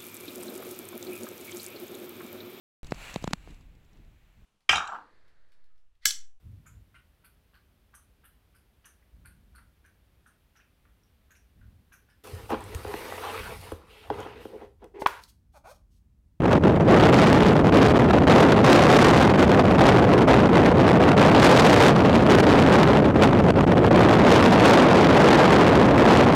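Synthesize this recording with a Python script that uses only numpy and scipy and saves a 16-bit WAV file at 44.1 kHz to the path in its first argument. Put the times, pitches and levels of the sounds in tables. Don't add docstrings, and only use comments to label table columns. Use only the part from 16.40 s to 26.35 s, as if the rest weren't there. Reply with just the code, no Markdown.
import sys
import numpy as np
from scipy import signal
from scipy.fft import rfft, irfft, next_fast_len
from scipy.io import wavfile
from scipy.ndimage import map_coordinates

SR = 44100
rng = np.random.default_rng(int(sys.argv[2]) if len(sys.argv) > 2 else 0)


def generate_wav(sig):
    pcm = np.round(np.clip(np.atleast_2d(sig).T, -1, 1) * 32767).astype(np.int16)
    wavfile.write(sys.argv[1], SR, pcm)


N = 438794


# pitch in Hz, relative level in dB.
EDDY_SPECTRUM = [(10, -16.5), (40, -3.5), (100, 1.5), (200, -0.5), (400, -6), (800, -15), (1600, -28),
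                 (4000, -46), (12000, -100)]
# time in seconds, change of pace in dB (plus is faster).
EDDY_PACE = [(0, 0.31), (1.399, -.5), (2.2, 0.9049), (3.1, -0.33), (5.2, 1), (5.7, -0.28), (6.4, 1),
             (7.2, -0.18), (8.2, 2), (9, 3), (9.95, 0.68)]
# pitch in Hz, relative level in dB.
SWIRL_SPECTRUM = [(100, -33), (400, -1.5), (800, -2), (1600, -9), (3200, -15), (6400, -29.5), (15000, -45)]

def buffeting(force_db, rasp_db, hurry=.22, drive_db=7, ceiling_db=8, swirl_db=-16, burst_db=3.5):
    speed = amp(hurry * force_db)
    pace = amp(np.interp(np.arange(N) / SR, *np.transpose(EDDY_PACE)))
    bursts = amp(swirl_db + rasp_db + .66 * force_db + burst_db * wobble(330))
    eddies = turbulence(EDDY_SPECTRUM, speed * pace)
    swirls = bursts * turbulence(SWIRL_SPECTRUM, speed)
    strength = amp(force_db) / np.hypot(1, amp(force_db - ceiling_db))
    return amp(drive_db) * strength * (eddies + swirls)


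def turbulence(spectrum, speed):
    pattern = unit(coloured(rng.standard_normal(N), spectrum))
    travelled = np.cumsum(speed / speed.mean())
    return map_coordinates(pattern, [travelled], mode="mirror")


def overload(pressure):
    return pressure / np.hypot(1, pressure)


def bass_cut(x, sag_hz=175, rumble_hz=14):
    return filtered(x, lambda hz: 1j * hz / (sag_hz + 1j * hz) * 1j * hz / (rumble_hz + 1j * hz))


# time in seconds, force in dB above or below the usual.
WIND_SWELL = [(0, -8.5), (.45, -7), (.62, 2.5), (.82, 2.5), (1.05, -1.5), (1.7, -2.5), (2.15, -1),
              (2.55, 5.5), (2.8, 4.5), (2.93, -2.5), (4.4, -1.5), (4.9, .5), (5.2, 6.5), (5.47, 6),
              (5.56, -.5), (6.35, 2), (6.65, -2.5), (7.4, -5), (7.9, 1), (8.95, 1.5), (9.95, -.5)]

def wind(sway_db=.5, flutter_db=.85, shiver_db=1.2, falter_db=1.8, steadying=.0857):
    t = np.arange(N) / SR
    jump_db, rasp_db = gusts(t)
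    force_db = np.interp(t, *np.transpose(WIND_SWELL)) + jump_db
    unrest_db = flutter_db * wobble(45) + shiver_db * wobble(220)
    unrest_db -= falter_db * np.maximum(wobble(130), 0) ** 2
    unrest_db += sway_db * wobble(25)
    unrest_db *= np.exp(-steadying * force_db)
    return force_db - lulls(t) + unrest_db, rasp_db


# start in seconds, length in seconds, rise in force in dB, change in the swirls in dB.
GUST_HITS = [(.1, .05, 4, 3.5), (0.224, .05, 5, -5.5), (0.476, .06, 3.5, -1.5), (0.78, .025, 1.5, -1),
             (1.328, .12, 4, 0), (1.868, 0.1608, 5.5, -3), (2.241, .12, 4.5, -1.5), (2.975, 0.038, 3, 3),
             (3.187, 0.0057, 5, 2.5), (3.381, .19, 4.5, -1), (3.879, .07, 6.5, -6), (4.169, .1, 3, -0.5),
             (4.765, .04, 3, -1.5), (5.021, 0.0296, 3.5, 4), (5.893, .1, 2, 1), (6.094, 0.0293, 2, 0),
             (6.812, .02, 5, 5), (7.505, 0.1415, 4, -2.5), (7.87, .1, 1, 2.5), (8.235, 0.166, 3, 0),
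             (8.832, .17, 2, -1.5), (9.658, .15, 3, -2)]

def gusts(t, attack_s=.0051, release_s=.0351):
    jump_db, rasp_db = np.zeros((2, N))
    for start, length, rise_db, extra_db in GUST_HITS:
        attack = 1 - np.exp(-np.maximum(t - start, 0) / attack_s)
        shape = attack * np.exp(-np.maximum(t - start - length, 0) / release_s)
        jump_db += rise_db * shape
        rasp_db += extra_db * shape
    return jump_db, rasp_db


# deepest moment in seconds, fading time in seconds, depth in dB.
LULL_DIPS = [(.218, .025, 7.5), (0.393, 0.0114, 11.5), (.474, .08, 4.5), (.718, .012, 8), (1.235, .02, 7),
             (1.317, .018, 8.5), (1.866, .018, 8), (3.234, .022, 8), (3.374, 0.017, 8), (3.87, .033, 12),
             (4.126, .06, 5), (4.339, 0.016, 6.5), (4.595, 0.0212, 4.5), (4.757, .05, 5),
             (5.548, 0.0124, 6.5), (5.859, .04, 5.5), (6.745, .11, 4), (7.135, .013, 16),
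             (7.504, 0.011, 11.5), (9.565, 0.0707, 3.5)]

def lulls(t, return_s=.004):
    drop_db = np.zeros(N)
    for deepest, fade_s, depth_db in LULL_DIPS:
        width_s = np.where(t < deepest, fade_s, return_s)
        drop_db += depth_db * np.exp(-((t - deepest) / width_s) ** 2)
    return drop_db


# pitch in Hz, relative level in dB.
HISS_SPECTRUM = [(200, -4), (1000, 2), (3000, -5), (6000, -5), (10000, -9), (16000, -18)]

def hiss(force_db, hiss_db=-48, floor_db=-57, growth=1.5):
    level = amp(hiss_db + growth * force_db) + amp(floor_db)
    return level * unit(coloured(rng.standard_normal(N), HISS_SPECTRUM))


def gain_control(x, threshold_db=-19, squeeze=.55, response_s=.15):
    memory = np.exp(-1 / (response_s * SR))
    power = signal.lfilter([1 - memory], [1, -memory], x ** 2, zi=[np.mean(x ** 2)])[0]
    over_db = np.maximum(10 * np.log10(power + 1e-12) - threshold_db, 0)
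    return x * amp(-squeeze * over_db)


def amp(db):
    return 10 ** (np.asarray(db) / 20)


def unit(x):
    return x / np.sqrt(np.mean(x ** 2) + 1e-20)


def wobble(rate):
    return map_coordinates(rng.standard_normal(N // 8), [np.arange(N) * rate / SR], mode="wrap")


def filtered(x, response):
    size = next_fast_len(N + SR // 2)
    return irfft(rfft(x, size) * response(np.fft.rfftfreq(size, 1 / SR)), size)[:N]


def coloured(x, spectrum):
    points_hz, points_db = np.transpose(spectrum)
    return filtered(x, lambda hz: amp(np.interp(np.log(hz + 1), np.log(points_hz + 1), points_db)))


def scene(level_db=-1.0):
    force_db, rasp_db = wind()
    pressure = buffeting(force_db, rasp_db)
    roar = bass_cut(overload(pressure))
    return (amp(level_db) * (roar + hiss(force_db)))[None]


# pitch in Hz, level change in dB.
MICROPHONE_RESPONSE = [(25, -8), (60, -3.5), (150, -3), (500, -1.5), (1500, -2), (3500, -2.5), (7000, -3.5),
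                       (11000, -5.5), (16000, -8.5)]

def record(dry, top_hz=15900):
    sound = gain_control(coloured(dry[0], MICROPHONE_RESPONSE))
    return filtered(sound, lambda hz: hz < top_hz)[None]


dry = scene()
out = record(dry)
generate_wav(out)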